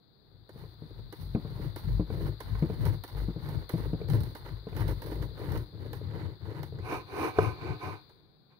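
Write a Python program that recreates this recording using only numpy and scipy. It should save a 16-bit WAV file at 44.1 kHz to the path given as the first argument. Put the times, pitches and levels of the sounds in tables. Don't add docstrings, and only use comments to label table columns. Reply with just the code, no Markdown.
import sys
import numpy as np
from scipy import signal
from scipy.fft import rfft, irfft, next_fast_len
from scipy.io import wavfile
from scipy.ndimage import uniform_filter1d

SR = 44100
rng = np.random.default_rng(int(sys.argv[2]) if len(sys.argv) > 2 else 0)


def unload_wav(signal):
    wavfile.write(
        sys.argv[1],
        SR,
        np.round(np.clip(np.atleast_2d(signal).T, -1, 1) * 32767).astype(np.int16),
    )


N = 378991

# fastest moment in seconds, rise time in seconds, fall time in seconds, then the peak levels in dB
STROKES = [(0.371, 0.28, 0.1, -65, -58, -68.5, -82, -95), (0.601, 0.11, 0.21, -56, -47, -59, -64, -71.5),
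           (0.938, 0.14, 0.19, -51, -41, -59.5, -66, -76.5),
           (1.232, 0.078, 0.14, -40, -35.5, -59.5, -65, -66.5),
           (1.623, 0.32, 0.13, -46, -35, -50, -57, -67.5), (1.908, 0.12, 0.13, -28.5, -33, -52.5, -56, -64),
           (2.216, 0.16, 0.13, -37, -26.5, -42, -51, -61),
           (2.542, 0.15, 0.098, -33.5, -35, -52.5, -52, -63.5),
           (2.847, 0.24, 0.15, -41.5, -29.5, -46, -54, -63.5), (3.16, 0.083, 0.17, -32, -34, -47, -54, -63),
           (3.537, 0.19, 0.135, -45, -30.5, -47, -53, -65),
           (3.827, 0.12, 0.15, -36.5, -32.5, -46, -54, -64.5),
           (4.158, 0.2, 0.15, -40.5, -28.5, -41.5, -54.5, -69),
           (4.516, 0.18, 0.12, -43.5, -41, -54.5, -59, -71.5),
           (4.85, 0.18, 0.13, -33.5, -29, -41, -48.5, -60.5),
           (5.124, 0.11, 0.19, -36, -32, -41, -54, -62.5), (5.553, 0.2, 0.096, -43, -30, -38.5, -48, -61),
           (5.895, 0.21, 0.1, -51, -37, -48, -61, -74.5), (6.23, 0.3, 0.14, -59, -35, -47.5, -56.5, -76),
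           (6.562, 0.15, 0.13, -60, -34.5, -46.5, -53, -72.5), (6.76, 0.062, 0.19, -52, -38, -51, -65, -88),
           (6.94, 0.11, 0.074, -54, -35, -38.5, -38, -59.5),
           (7.252, 0.15, 0.066, -64, -32.5, -34, -36, -56),
           (7.43, 0.094, 0.11, -47.5, -31.5, -36, -37.5, -60.5),
           (7.686, 0.13, 0.096, -62, -37, -41.5, -44.5, -74),
           (7.843, 0.052, 0.13, -65, -40, -42.5, -42, -65.5),
           (8.11, 0.35, 0.35, -77, -67.5, -69.5, -76, -97)]
HANDLING = [(8.52, 0.037, 0.06, -93, -72, -74, -71, -102)]
# start in seconds, base level in dB, share of the feet in dB, share of the bright rattle in dB.
KNOCKS = [(0.559, -47.5, 4.5, -21), (0.637, -47, -12, -3), (0.821, -46, 8.5, -21), (1.349, -39.5, 20.5, 3),
          (1.449, -42, 9, -6), (1.598, -45.5, -2, -16), (1.996, -37.5, 17, -4), (2.102, -35.5, 1.5, -6.5),
          (2.55, -48, -13, 12), (2.624, -38.5, 18.5, 0.5), (2.699, -30.5, -1, -14), (3.149, -48, -2, -6),
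          (3.284, -51, 24.5, -14), (3.362, -39.5, 7, -24), (3.738, -40, 17.5, -4), (3.932, -38.5, 15, -7),
          (4.014, -33.5, -10, -10), (4.669, -35, -1, -12), (4.727, -48, -3, 2), (5.311, -47.5, -3, -15),
          (5.414, -38, -17.5, -4), (6.014, -39, -3, -14), (6.724, -40.5, -5, -19),
          (7.386, -15.5, -12, -2.5), (7.3888, -20.5, -7, -3)]
# start in seconds, base treble level in dB, share into loaf and board in dB.
CRACKS = [(0.491, -48, 10), (1.1249, -37.5, 6.5), (1.7596, -35, 7), (2.403, -32.5, 6.5), (2.8527, -31, 0),
          (3.037, -32, 3.5), (3.077, -40, -2), (3.488, -37, 3), (3.6918, -31, 5), (4.084, -40, 9),
          (4.0995, -32.5, 5), (4.134, -35.5, -15), (4.2043, -35.5, -10), (4.2338, -35, -5),
          (4.287, -54, -16), (4.35, -36, 7.5), (4.6856, -58, 19), (4.7508, -48, 9), (4.7642, -33, 6.5),
          (4.8796, -33, -10), (4.91, -40.5, -4), (5.018, -37.5, 7.5), (5.0609, -39, -5), (5.222, -41, 13),
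          (5.39, -49, 0), (5.5191, -34.5, 5), (5.5744, -35, 0), (5.9304, -34.5, 8), (6.63, -35, 7),
          (6.786, -62.5, 27), (7.385, -47.5, 12.5), (7.427, -38.5, 5), (8.0942, -57.5, 14)]
# pitch in Hz, width in Hz (before any extra damping), relative level in dB.
WORKTOP_TONES = [(88.6, 25.4, -0.5), (110.4, 22.7, 2.5), (150, 22.7, -1), (197, 11, -14),
                 (194, 35.7, -14.5)]
BOARD_LOW_TONES = [(304.4, 17.6, 1), (363, 20.9, 2.5), (439.5, 60.3, -0.5), (620, 89, -13.5)]
BOARD_HIGH_TONES = [(740, 45, -3), (890, 45, -7), (1025, 40, 0), (1255, 70, -8), (1520, 60, -8),
                    (2100, 70, -13), (2360, 140, -8), (2870, 150, -24)]
BLADE_TONES = [(3670, 500, 2.5), (6250, 360, -2), (7500, 500, -14.5), (8900, 250, 1), (10200, 250, 7),
               (11700, 250, -4), (13600, 600, 3.5), (15150, 350, 4)]
FEET_TONES = [(166, 37, 3.5), (220.5, 36, -3), (297, 44, 0)]
LOAF_TONES = [(695, 580, -5.5), (945, 202, 3), (1450, 590, -7), (2057, 380, -5), (3000, 450, -16.5)]
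CRUST_TONES = [(4100, 890, 2), (6300, 300, -10.5), (8660, 590, -6), (10030, 400, 2), (11300, 1600, -0.5),
               (12600, 2200, 0), (15200, 1600, 3.5)]
# pitch in Hz, left minus right in dB.
PORT_BALANCE = [(50, 6.5), (110, 10), (200, 3), (380, 0), (800, -2.5), (1300, -2), (2400, -11), (4400, -34),
                (6000, -21), (9000, -20), (15000, -9)]
# time in seconds, level in dB before the top is cut.
HISS_LEVEL = [(0, -73), (.42, -70), (.6, -65.5), (1.63, -60.5), (3.28, -60.5), (4.09, -59.5), (4.47, -62),
              (4.9, -60.5), (5.45, -60.5), (5.67, -63.5), (6.2, -61.5), (6.45, -65), (7.37, -59.5),
              (7.8, -59), (8.04, -64.5), (8.25, -72.5)]
# pitch in Hz, relative level in dB per Hz.
HISS_LEFT = [(1500, -6), (3000, -20.5), (3500, -1), (4200, 4), (4800, -1), (5300, -33.5), (8000, -34),
             (12000, -25), (16000, -16)]
HISS_RIGHT = [(1500, -11.5), (3000, -54), (4200, -6), (5300, -38), (8000, -46.5), (16000, -65)]
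# pitch in Hz, relative level in dB per Hz.
KITCHEN_TONE = [(18, -45), (30, -23), (107, -4.5), (140, 2.5), (270, -10.5), (420, -9.5), (618, -20.5),
                (694, -17), (809, -18.5), (3000, -91), (3900, -76), (6600, -120)]

KITCHEN_DB = -67.5
SWAY_HZ = 52
BARE_WOOD_S, WOOD_FADE_S = 6.78, 0.061
FADE_DB, ARCH = 16.5, 1.78
SWAY_FADE_DB, SWAY_LATE_S = 18.5, 0.045
CRUMBLE_S, CRUMBLE_TREBLE_DB, CRUMBLE_LOAF_DB = 0.041, -24.5, -20
LOAF_DAMP = 2.22
PORT_LAG_S = 0.00016
ROOM_T60_S, ROOM_DB = 0.22, -9
TOP_HZ = 15650


def sawing():
    t = np.arange(N) / SR
    thrum, board, rasp, hiss = (stroke_level(column=k, fade_db=FADE_DB) for k in range(1, 5))
    crumbs = crumble()
    rasp = np.hypot(rasp, undb(CRUMBLE_LOAF_DB) * crumbs)
    hiss = np.hypot(hiss, undb(CRUMBLE_TREBLE_DB) * crumbs)
    wood = np.clip((t - BARE_WOOD_S) / WOOD_FADE_S, 0, 1)
    worktop = worktop_sway() + worktop_thrum(thrum)
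    return worktop + tear_crumb(board, rasp, hiss, wood) + scrape_wood(board, rasp, hiss, wood)


def worktop_sway():
    phase = 2 * np.pi * np.cumsum(SWAY_HZ + 3 * walk(9)) / SR
    level = stroke_level(column=0, fade_db=SWAY_FADE_DB, late_s=SWAY_LATE_S)
    return undb([[2.5], [-2.5]]) * np.sqrt(2) * level * np.sin(phase)


def worktop_thrum(level):
    push = level * undb(4.25 * walk(22)) * grit(1500, 2.0, 0.48)
    return ring(push, modes(WORKTOP_TONES, dull_hz=390))


def tear_crumb(board, rasp, hiss, wood):
    catching = undb(2.93 * walk(60) + 2.56 * walk(18))
    crumb = (1 - wood + undb(-8.5) * wood) * catching
    out = ring(board * crumb * grit(900, 2.15, 0.87), modes(BOARD_LOW_TONES, LOAF_DAMP, 1500))
    out = out + ring(rasp * crumb * grit(2000, 2.0, 0.45), modes(LOAF_TONES))
    return out + ring(hiss * crumb * grit(5000, 0.69, 0.26), modes(CRUST_TONES))


def scrape_wood(board, rasp, hiss, wood):
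    scrape = wood * grit(8000, 0.79, 0.6)
    out = ring(board * scrape, modes(BOARD_LOW_TONES, dull_hz=3000))
    out = out + ring(rasp * scrape, modes(BOARD_HIGH_TONES, dull_hz=9000))
    return out + ring(hiss * scrape, modes(BLADE_TONES, dull_hz=15000))


def stroke_level(column, fade_db, late_s=0):
    t = np.arange(0, N + 64, 64) / SR
    power = 0
    for peak_s, rise_s, fall_s, *db in STROKES + HANDLING:
        top_s = peak_s + late_s
        away = np.where(t < top_s, (top_s - t) / rise_s, (t - top_s) / fall_s)
        power = power + undb(db[column] - fade_db * away ** ARCH) ** 2
    return np.interp(np.arange(N) / SR, t, np.sqrt(power))


def crumble():
    start_s, db, _ = np.transpose(CRACKS)
    jumps = np.zeros(N)
    jumps[(start_s * SR).astype(int)] = undb(db)
    return signal.lfilter([1], [1, -np.exp(-1 / (CRUMBLE_S * SR))], jumps)


def cracks():
    start_s, db, low_db = np.transpose(CRACKS)
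    bright = ring(blows(start_s, undb(db + 8), 0.00029, 0.0028, 0.25), peak_one(modes(CRUST_TONES)))
    board = peak_one(modes(BOARD_LOW_TONES, LOAF_DAMP))
    dull = peak_one(modes(LOAF_TONES)) + undb(-5) * board
    return bright + ring(blows(start_s, undb(db + low_db - 5), 0.001, 0.0088, 0.78), dull)


def knocks():
    start_s, db, feet_db, bright_db = np.transpose(KNOCKS)
    board = peak_one(modes(BOARD_LOW_TONES[2:], 0.68, 840, struck=True))
    out = -ring(blows(start_s, undb(db - 8.0), 0.00079, 0.00036, 0), board)
    thump = blows(start_s, undb(db + feet_db - 12.5), 0.0006, 0.00065, 0)
    thump = thump + blows(start_s, undb(db + feet_db + 1), 0.0064, 0.015, 1)
    out = out - ring(thump, peak_one(modes(FEET_TONES, dull_hz=900, struck=True)))
    rattle = blows(start_s, undb(db + bright_db + 0.5), 0.00019, 0.0036, 0.55)
    return out + ring(rattle, peak_one(modes(BOARD_HIGH_TONES, 1.6, 5700)))


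def tiles(near):
    t = np.arange(int(0.5 * SR)) / SR
    fade = undb(-60 * t / ROOM_T60_S) * np.clip(t / 0.0015, 0, 1)
    tail = rng.standard_normal((2, len(t))) * fade
    tail = tail / np.sqrt(np.sum(tail ** 2, axis=1, keepdims=True))
    less_bass = bins() / (bins() + 600)
    return undb(ROOM_DB) * ring(near, rfft(tail, next_fast_len(N)) * less_bass)


def kitchen():
    noise = rng.standard_normal((3, N))
    tone = ring(0.51 * noise[0] + 0.95 * noise[1:], undb(shape(KITCHEN_TONE)))
    return tone / tone.mean(axis=0).std() * undb(KITCHEN_DB)


def grit(rate, spread_db, alike):
    happens = rng.random((3, N)) < rate / SR
    size = undb(spread_db * rng.exponential(size=(3, N))) * rng.standard_normal((3, N))
    breaks = happens * size
    pair = np.sqrt(alike) * breaks[0] + np.sqrt(1 - alike) * breaks[1:]
    return pair / pair.std()


def blows(times, gains, rise_s, length_s, rough):
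    x, t = np.zeros(N), np.arange(int(0.08 * SR)) / SR
    envelope = (1 - np.exp(-t / rise_s)) * np.exp(-t / length_s)
    for start_s, gain in zip(times, gains):
        push = envelope * (1 - rough + rough * rng.standard_normal(len(t)))
        i = int(start_s * SR)
        x[i:i + len(t)] += gain * push / np.sqrt(np.sum(push ** 2))
    return x


def modes(table, damp=1, dull_hz=30000, struck=False):
    f = bins()
    body = 0
    for k, (hz, width_hz, db) in enumerate(table):
        sign = 1 if struck else (-1) ** k
        sharpness = hz / (damp * width_hz)
        body = body + sign * undb(db) / (1 + 1j * (f / hz - hz / f) * sharpness)
    body = body / (1 + 1j * f / dull_hz) ** 2
    left = body * undb(shape(PORT_BALANCE)) * np.exp(-2j * np.pi * PORT_LAG_S * f)
    pair = np.array([left, body])
    return pair / np.sqrt(np.mean(abs(pair.mean(axis=0)) ** 2))


def peak_one(response):
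    return response / abs(irfft(response.mean(axis=0))).max()


def ring(x, response):
    return irfft(rfft(x, next_fast_len(N)) * response, next_fast_len(N))[..., :N]


def walk(rate):
    k = int(SR / rate)
    steps = np.repeat(rng.standard_normal(N // k + 1), k)
    return uniform_filter1d(uniform_filter1d(steps, k), k)[:N]


def shape(table):
    hz, db = np.transpose(table)
    return np.interp(np.log(bins()), np.log(hz), db)


def bins():
    return np.maximum(np.fft.rfftfreq(next_fast_len(N), 1 / SR), 1)


def undb(db):
    return 10 ** (np.asarray(db) / 20)


def scene():
    near = sawing() + knocks() + cracks()
    return near + tiles(near) + kitchen()


def record(dry):
    time_s, db = np.transpose(HISS_LEVEL)
    color = undb([shape(HISS_LEFT), shape(HISS_RIGHT)])
    hiss = ring(rng.standard_normal((2, N)), color)
    hiss = hiss / hiss.mean(axis=0).std() * undb(np.interp(np.arange(N) / SR, time_s, db))
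    top_cut = signal.ellip(10, 0.2, 70, TOP_HZ, fs=SR, output="sos")
    return signal.sosfilt(top_cut, dry + hiss)


dry = scene()
out = record(dry)
unload_wav(out)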